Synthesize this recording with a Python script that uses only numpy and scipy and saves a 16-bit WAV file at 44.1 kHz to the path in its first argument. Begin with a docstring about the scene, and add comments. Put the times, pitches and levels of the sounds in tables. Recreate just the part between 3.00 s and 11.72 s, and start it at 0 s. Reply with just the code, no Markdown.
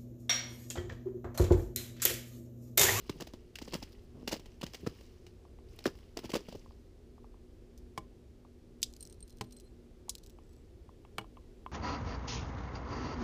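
"""A yard in still winter air: steps on crusted snow near a plastic bin, then icicles breaking off its lid.
Crust crackles as bursts of shaped noise over crushed snow and dull low-passed thuds.
Icicles crack as filtered noise and ring as decaying modes; the hollow bin's modes answer some breaks.
Rubbed ice ticks and squeaks in tiny pings; soft taps, a hum and a distant rumble fill the rest."""
import sys
import numpy as np
from scipy import signal
from scipy.io import wavfile

SR = 44100
rng = np.random.default_rng(int(sys.argv[2]) if len(sys.argv) > 2 else 0)


def to_wav(sig):
    """Store sig (one row per channel, or 1-D mono) as 16-bit WAV at the path in sys.argv[1].

    Samples outside -1..1 are clipped; the rate is SR.
    """
    pcm = np.clip(np.atleast_2d(sig), -1, 1) * 32767
    pcm = np.round(pcm).astype(np.int16)
    wavfile.write(sys.argv[1], SR, pcm.T)  # frames by channels


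N = 384417
T = np.arange(SR // 3) / SR  # time within one event, s


def amp(db):
    """Decibels to gain."""
    return 10 ** (np.asarray(db) / 20)


def evened(x):
    """Scales to rms 1."""
    return x / np.sqrt(np.mean(x ** 2) + 1e-20)


def sized(x, level_db, length_s):
    """Gives x the energy of a sound of rms level_db that lasts length_s."""
    return amp(level_db) * x * np.sqrt(length_s * SR / (np.sum(x ** 2) + 1e-20))


def add(mix, start_s, sound):
    """Mixes a sound in at start_s."""
    part = mix[max(round(start_s * SR), 0):][:len(sound)]
    part += sound[:len(part)]


def colour(x, outline):
    """Causal minimum-phase filter with the given (freq_hz, gain_db) outline."""
    hz, db = np.transpose(outline)
    grid_hz = abs(np.fft.fftfreq(8192, 1 / SR))
    gain_db = np.interp(np.log(grid_hz + 1), np.log(hz + 1), db)
    spectrum = np.exp(np.conj(signal.hilbert(np.log(amp(gain_db)))))
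    impulse = np.fft.ifft(spectrum).real[:len(grid_hz) // 2]
    return signal.fftconvolve(x, impulse)[:len(x)]


def passed(x, hz, kind, order=2):
    """Low-, high- or band-pass."""
    sos = signal.butter(order, np.clip(hz, 10, SR / 2.1), kind, fs=SR, output="sos")
    return signal.sosfilt(sos, x)


def drift(rate_hz, size=N):
    """Random line of rms 1 with rate_hz knots a second."""
    knots = rng.standard_normal(int(size / SR * rate_hz) + 3)
    return evened(np.interp(np.arange(size) / SR * rate_hz, np.arange(len(knots)), knots))


def held(start_s, end_s, attack_s, release_db_per_s):
    """Envelope that rises from start_s and falls after end_s."""
    t = np.arange(N) / SR
    rise = np.clip((t - start_s) / attack_s, 0, 1)
    return rise * amp(-release_db_per_s * np.maximum(t - end_s, 0))


def ring(modes):
    """Dying modes; each blow lands on another spot and weights them anew."""
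    out = np.zeros(len(T))
    for hz, db, t60_s in modes:
        decay = amp(db + rng.normal(0, 2.1) - 60 * T / t60_s)
        out += decay * rng.choice([-1, 1]) * np.sin(2 * np.pi * hz * T)
    return out


def fracture(length_s, t60_s, tail_db, tail_t60_s, grain_db):
    """A run of tiny ruptures lasts length_s, then dies away with a slower scatter."""
    after_s = np.maximum(T - length_s, 0)
    shape = amp(-60 * after_s / t60_s) + amp(tail_db - 60 * after_s / tail_t60_s)
    return shape * rng.standard_normal(len(T)) * amp(grain_db * drift(1497, size=len(T)))


# distant rumble and hiss, relative outline: freq_hz, gain_db
AIR_OUTLINE = [(12, -30), (20, 1), (64, 2.5), (116, -6.5), (140, -14.5), (166, -10), (202, -14),
               (245, -9.5), (266, -14.5), (362, -7.5), (631, -24), (1010, -33.5), (1450, -35.5),
               (5090, -39.5), (15500, -52)]
# hum partials, centre pitch and level: pitch_hz, level_db
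HUM_PARTIALS = [(64, -72), (119, -74.5), (241, -67), (361, -74), (403, -76)]


def background():
    """Low distant rumble under thin hiss, with a hum wavering in pitch and level."""
    air_db = -54.5 + 0.37 * drift(2.2)
    out = evened(colour(rng.standard_normal(N), AIR_OUTLINE)) * amp(air_db)
    for hz, db in HUM_PARTIALS:
        level = amp(db + 3.1 * drift(5.7)) * np.sqrt(2)
        phase = 2 * np.pi * np.cumsum(hz + 2.206 * drift(14)) / SR
        out += level * np.sin(phase)
    return out


# boot's weight resting on packed snow: set_down_s, lifted_s, fizz_db
BOOT_LOADS = [(-.06, .22, -66), (.56, 0.794, -63), (1.244, 1.483, -71), (1.589, 2.04, -66),
              (2.653, 2.998, -70.5), (3.137, 3.557, -67)]
# cracking crust, relative outline: freq_hz, gain_db
CRUST_OUTLINE = [(880, -39.5), (1500, -12), (1920, -7.5), (2520, -6.5), (2890, -2.5), (3610, -9),
                 (5040, -4.5), (6960, -13.5), (7600, -14.5), (8620, -20), (13800, -23), (15500, -16)]
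# snow crushed by a medium step, relative outline: freq_hz, gain_db
CRUSH_OUTLINE = [(480, -35), (780, 6), (1050, 8), (1650, -1.5), (2700, -30.5)]
LOAD_S, RELAX_DB_PER_S = 0.07, 59  # fizz swell under load; fade once lifted


def settling():
    """Fine grains keep giving way in clumps while weight rests on the snow."""
    loads = [amp(db) * held(start_s, end_s, LOAD_S, RELAX_DB_PER_S) for start_s, end_s, db in BOOT_LOADS]
    level = np.max(loads, axis=0)
    edges_hz = np.geomspace(1000, 15500, num=6)
    fizz = rng.standard_normal(N)
    for band_hz in zip(edges_hz, edges_hz[1:]):  # coarse and fine grains break independently
        hits = rng.random(N) < 200 / SR  # 200 a second
        grains = hits * amp(4.5 * np.minimum(rng.exponential(1, N), 3.5))
        bursts = signal.oaconvolve(grains, amp(-60 * T / 0.014))[:N] * rng.standard_normal(N)
        fizz += passed(evened(bursts), band_hz, "band") * amp(3.6 * drift(25))
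    crust = evened(colour(fizz, CRUST_OUTLINE))
    crush = evened(colour(fizz, CRUSH_OUTLINE))
    powder = evened(passed(fizz, 4700, "high"))
    return level * (crust + amp(-9.5) * crush + amp(-21.5) * powder)


CRUSH_DB = -7.5  # against the mean of crackle_db and thud_db
YIELD_DB, YIELD_SLOPE = -27, 1.34  # past this thud_db the snow gives way: extra crush dB per dB


def crunch(length_s, crackle_db, thud_db, thud_hz):
    """A piece of crust crackles, the snow below is crushed, and the boot thuds down."""
    crackle = fracture(length_s, t60_s=0.012, tail_db=-8, tail_t60_s=0.095, grain_db=4.5)
    crackle *= np.clip(T / (0.4 * length_s), 0.2, 1)  # break spreads as the weight comes on
    crackle = colour(crackle, CRUST_OUTLINE)

    squash = fracture(0.56 * length_s, t60_s=0.0065, tail_db=-11, tail_t60_s=0.073, grain_db=5)
    stiffness = np.clip(2 ** ((thud_db + 34) / 22), 0.8, 1.45)  # harder steps pack snow, raise pitch
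    crush = colour(squash, [(hz * stiffness, db) for hz, db in CRUSH_OUTLINE])
    crush_db = (crackle_db + thud_db) / 2 + CRUSH_DB
    crush_db += YIELD_SLOPE * max(thud_db - YIELD_DB, 0)

    push = fracture(0.65 * length_s, t60_s=0.015, tail_db=-12, tail_t60_s=0.057, grain_db=3.5)
    thud = passed(push, thud_hz * 0.48, "high", order=3)
    thud = passed(thud, thud_hz * 1.55, "low")
    thud = passed(thud, 612, "low", order=6)  # snow muffles the blow

    out = sized(crackle, crackle_db, length_s)
    out += sized(crush, crush_db, length_s)
    return out + sized(thud, thud_db, length_s)


# boots breaking the crust: start_s, length_s, crackle_db, thud_db, thud_hz
CRUST_PIECES = [(.094, 0.0054, -40, -30, 204), (0.155, 0.018, -79, -47, 169),
                (0.199, 0.018, -47.5, -45.5, 250), (0.217, 0.0093, -47, -40, 328),
                (0.269, 0.0064, -50.5, -49, 280), (0.3352, 0.0016, -48, -36, 463),
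                (0.555, .0025, -37.5, -67, 300), (0.586, 0.0022, -40.5, -51, 230),
                (0.615, 0.012, -50.5, -43, 307), (0.675, 0.0097, -54, -44.5, 278),
                (0.722, 0.0043, -47.5, -49, 380), (0.7336, 0.01, -38, -37.5, 360),
                (0.747, 0.0091, -44, -35.5, 300), (0.82, 0.018, -48, -46, 350),
                (1.142, 0.17, -75, -54.5, 189), (1.274, 0.011, -36.5, -38, 385),
                (1.288, 0.0058, -41.5, -51, 390), (1.311, 0.019, -40.5, -50, 420),
                (1.324, 0.01, -38, -34, 410), (1.337, .011, -44.5, -41.5, 463),
                (1.354, 0.02, -55, -49.5, 300), (1.395, 0.0063, -55.5, -48.5, 190),
                (1.457, 0.0053, -56, -52, 310), (1.611, 0.0065, -44, -49, 240),
                (1.628, 0.014, -44.5, -37, 250), (1.6644, 0.0023, -41.5, -52, 280),
                (1.735, 0.0017, -43, -48.5, 490), (1.744, 0.0062, -42.5, -50, 530),
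                (1.827, 0.031, -93, -46, 188), (1.864, .011, -45, -30, 241), (2.265, 0.0033, -53, -58, 290),
                (2.788, 0.004, -47, -54, 320), (2.84, 0.005, -48, -64, 310),
                (2.8542, 0.0057, -38.5, -23, 348), (2.8618, .0092, -39.5, -32, 290),
                (2.874, 0.0057, -46, -34, 221), (3.169, 0.0081, -40.5, -38.5, 445),
                (3.188, 0.0038, -44.5, -40, 290), (3.234, 0.021, -53.5, -44, 330),
                (3.253, 0.0067, -51, -43, 210), (3.2917, 0.016, -49, -46, 240),
                (3.3155, .0037, -43, -57, 430), (3.334, 0.01, -37.5, -31, 335),
                (3.35, .011, -39, -31.5, 430), (3.357, 0.015, -44.5, -35, 370),
                (3.404, .003, -59, -49, 340), (3.483, 0.01, -55, -44, 285),
                (3.5235, 0.0039, -51, -43.5, 432), (3.547, 0.012, -60.5, -42, 240)]


def footsteps():
    """The large pieces of crust break one after another."""
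    out = np.zeros(N)
    for start_s, *piece in CRUST_PIECES:
        add(out, start_s, crunch(*piece))
    return out


CRUMB_GAP_S, CRUMB_SPREAD_DB = 1 / 8.7, 1.5


def crumbs():
    """Small pieces break at random, about one per gap, while a boot is down."""
    out = np.zeros(N)
    for set_down_s, lifted_s, _ in BOOT_LOADS:
        for slot_s in np.arange(set_down_s + LOAD_S, lifted_s, CRUMB_GAP_S):
            start_s = rng.uniform(slot_s, min(slot_s + CRUMB_GAP_S, lifted_s))
            db = rng.normal(0, CRUMB_SPREAD_DB)
            add(out, start_s, crunch(0.0023, crackle_db=-59 + db, thud_db=-55 + db, thud_hz=268))
    return out


# soft taps, like drips landing close by: start_s, knock_db, overtone_db
SOFT_TAPS = [(2.452, -56.5, -84), (2.588, -62, -79), (3.661, -59.5, -89), (3.709, -64, -93),
             (4.181, -59.5, -89), (4.244, -56.5, -87), (4.343, -65.5, -87), (5.45, -58, -90),
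             (7.083, -51, -77), (7.387, -57.5, -74), (7.892, -57.5, -82), (8.05, -57.5, -68.5),
             (8.244, -58, -75), (8.37, -49.5, -68), (8.6632, -43, -58.5)]
# knock modes, relative: pitch_hz, level_db, t60_s
KNOCK_MODES = [(877, -6, 0.032), (1034, 0.5, 0.051), (1160, -8.5, 0.04)]
# modes above the knock, relative: pitch_hz, level_db, t60_s
OVERTONE_MODES = [(2250, -3, 0.034), (2650, -3, 0.026), (2926, -9, 0.068), (3260, -6, 0.03)]


def taps():
    """Soft blows give a dull tock; only the harder ones leave a clear ring."""
    outline = [(400, -21.0), (750, -1.0), (1150, 0.0), (1600, -29), (3000, -25.0), (8000, -36)]  # Hz, dB
    out = np.zeros(N)
    for start_s, knock_db, overtone_db in SOFT_TAPS:
        blow = colour(amp(-60 * T / 0.00052), outline)
        ringing = np.clip((knock_db + 60) / 24, 0.1, 0.65)  # ringing share of the energy
        overtones = ring(OVERTONE_MODES) * amp(-60 * T / 0.05)
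        add(out, start_s, sized(blow, knock_db, 0.0078) * np.sqrt(1 - ringing))
        add(out, start_s, sized(ring(KNOCK_MODES), knock_db, 0.009) * np.sqrt(ringing))
        add(out, start_s, sized(overtones, overtone_db, 0.014))
    return out


# voices of the rubbed rod, relative level: pitch_hz, width_hz, level_db
ROD_VOICES = [(4124, 68, -9.5), (11000, 450, -19)]


def tick(click_db, ring_db, ring_hz):
    """One slip clicks and sets the rod ringing."""
    slip = fracture(0.0012, t60_s=0.0058, tail_db=-8.5, tail_t60_s=0.044, grain_db=8.0)
    outline = [(1200, -32.0), (2600, -3.0), (5500, 8.5), (8500, -2.5), (10500, -1.5), (15000, -3)]  # Hz, dB
    click = colour(slip, outline)
    rod = [(ring_hz, 0, 0.032), (ring_hz * 1.025, -3, 0.02), (ROD_VOICES[0][0], -15, 0.04)]
    return sized(click, click_db, 0.0042) + sized(ring(rod), ring_db, 0.0066)


# clearest ticks of ice against ice: start_s, click_db, ring_db, ring_hz
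ICE_TICKS = [(4.777, -58, -84, 8400), (5.8177, -51, -59, 7900), (5.9378, -54.5, -66, 7740),
             (5.9642, -54.5, -72, 8800), (6.0067, -55, -48.5, 8650), (6.027, -53, -46.5, 8700),
             (6.052, -54, -57, 7760), (6.0715, -56, -62, 8800), (6.098, -61, -60, 8500),
             (6.126, -58.5, -58.5, 8660), (6.205, -62, -58.5, 8600), (6.2264, -68, -49, 8620),
             (6.524, -56, -61.5, 8540), (6.569, -68, -56.5, 8170), (6.599, -57.5, -65, 7970),
             (7.1522, -45, -53, 7600), (7.1817, -54.5, -83, 7900), (7.237, -57, -80, 8010),
             (7.262, -57, -75, 7900), (7.2966, -60, -87, 8040)]


def ticks():
    """A loose icicle catches on its neighbours and jumps free."""
    out = np.zeros(N)
    for start_s, *slip in ICE_TICKS:
        add(out, start_s, tick(*slip))
    return out


# icicles breaking or bumping: start_s, length_s, crack_db, low_edge_hz, high_corner_hz,
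# ring_db, knock_db, overtone_db, boom_db
ICE_BREAKS = [(4.9767, 0.0014, -36.5, 1200, 6440, -83, -37, -52, -40.5),
              (5.8292, 0.0087, -28, 3600, 5250, -34.5, -69, -57, -81),
              (6.4099, 0.016, -43.5, 900, 5740, -49, -45, -65, -35.5),
              (7.0942, 0.0034, -30.5, 4600, 5970, -75, -61, -61, -80),
              (8.1823, 0.0042, -31.5, 550, 2560, -73.5, -40, -38, -39.5),
              (8.212, 0.0035, -62, 2200, 3020, -73, -73, -75, -45.5)]
# icicle modes, relative: pitch_hz, level_db, t60_s
ICICLE_MODES = [(3570, 9, 0.026), (3850, -7, 0.071), (5740, 1, .025), (8040, 2, 0.028), (9200, -6, 0.032),
                (10860, -14, .04)]
# hollow bin modes, relative: pitch_hz, level_db, t60_s
BIN_MODES = [(118.5, -1.5, 0.18), (192, 0, 0.13), (329, -5, 0.18), (426, -1, 0.092), (627, -11, 0.16),
             (802, -2.5, 0.067), (854, -18, 0.081)]


def breaks():
    """A crack crosses the ice; thin tips snap brightly, thick roots also shake the bin."""
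    out = np.zeros(N)
    for start_s, length_s, crack_db, low_hz, high_hz, *mode_levels_db in ICE_BREAKS:
        run = fracture(0.25 * length_s, t60_s=0.0039, tail_db=2.5, tail_t60_s=0.04, grain_db=0.5)
        crack = passed(run, low_hz, "high", order=5)
        crack = passed(crack, high_hz, "low", order=1)
        crack += passed(crack, high_hz * 1.4, "low")
        add(out, start_s, sized(crack, crack_db, length_s))
        bodies = ICICLE_MODES, KNOCK_MODES, OVERTONE_MODES, BIN_MODES
        for modes, db in zip(bodies, mode_levels_db):
            add(out, start_s + 0.0005, sized(ring(modes), db, 0.008))
    return out


# ice rubbing on ice: start_s, end_s, squeak_db, mean_click_db, ring_hz, whistle_db (at ring_hz)
ICE_RUBS = [(5.852, 6.133, -68, -68, 8720, -88), (6.263, 6.463, -71, -63, 8600, -84),
            (6.51, 6.63, -61, -62.5, 8030, -78), (7.228, 7.33, -83, -64, 7850, -86),
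            (7.436, 7.59, -90, -71.5, 7800, -83)]
GRIP_S, LET_GO_DB_PER_S = 0.022, 193  # squeak rise and fall
WHISTLE_WIDTH_HZ = 200


def rubbing():
    """Ice sticks and lets go in random tiny pings, at nine close pitches per voice."""
    out = np.zeros(N)
    for start_s, end_s, squeak_db, _, ring_hz, whistle_db in ICE_RUBS:
        level = held(start_s, end_s, GRIP_S, LET_GO_DB_PER_S)[round(start_s * SR):][:SR]
        voices = [(hz, width_hz, squeak_db + db) for hz, width_hz, db in ROD_VOICES]
        voices.append((ring_hz, WHISTLE_WIDTH_HZ, whistle_db))
        for hz, width_hz, db in voices:
            pings = np.zeros(len(level))
            for offset in np.linspace(-1, 1, num=9):
                hits = rng.random(len(level)) < 11 / SR  # 11 a second
                slips = hits * amp(3.7 * rng.standard_normal(len(level)))
                ping = ring([(hz + 0.63 * width_hz * offset, 0, 0.035)])
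                ping *= np.clip(T / 0.0044, 0, 1)
                pings += signal.oaconvolve(slips, ping)[:len(level)]
            add(out, start_s, amp(db) * level * evened(pings))
    return out


SLIP_GAP_S, SLIP_JITTER_S = 0.027, 0.01
SLIP_SPREAD_DB, SLIP_RING_DB = 2, -14  # click spread; ring against click


def chatter():
    """Rubbed ice sticks and slips at an uneven pace, in faint ticks."""
    out = np.zeros(N)
    for start_s, end_s, _, mean_click_db, ring_hz, _ in ICE_RUBS:
        for slip_s in np.arange(start_s, end_s, SLIP_GAP_S):
            click_db = rng.normal(mean_click_db, SLIP_SPREAD_DB)
            sound = tick(click_db, click_db + SLIP_RING_DB, ring_hz)
            add(out, rng.normal(slip_s, SLIP_JITTER_S), sound)
    return out


def yard(x):
    """A weak, short echo scattered by the bin, the ground and a house wall."""
    echo = rng.standard_normal(len(T)) * amp(-60 * T / 0.18)
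    echo *= np.clip((T - 0.012) / 0.015, 0, 1)
    echo = passed(echo, 9800, "low", order=1)
    return signal.fftconvolve(x, echo / np.linalg.norm(echo))[:N]


def scene():
    """Steps, then ice, in the open air."""
    bed = background() + settling()
    steps = footsteps() + crumbs()
    ice = taps() + ticks() + breaks() + rubbing() + chatter()
    echo = yard(amp(-24) * steps + amp(-27.5) * ice)
    return (bed + steps + ice + echo)[None]


def record(dry):
    """Band limit: linear-phase low-pass."""
    lowpass = signal.firwin(301, 15450, window=("kaiser", 8), fs=SR)  # edge in Hz
    return signal.oaconvolve(dry, lowpass[None], "same")


dry = scene()
out = record(dry)
to_wav(out)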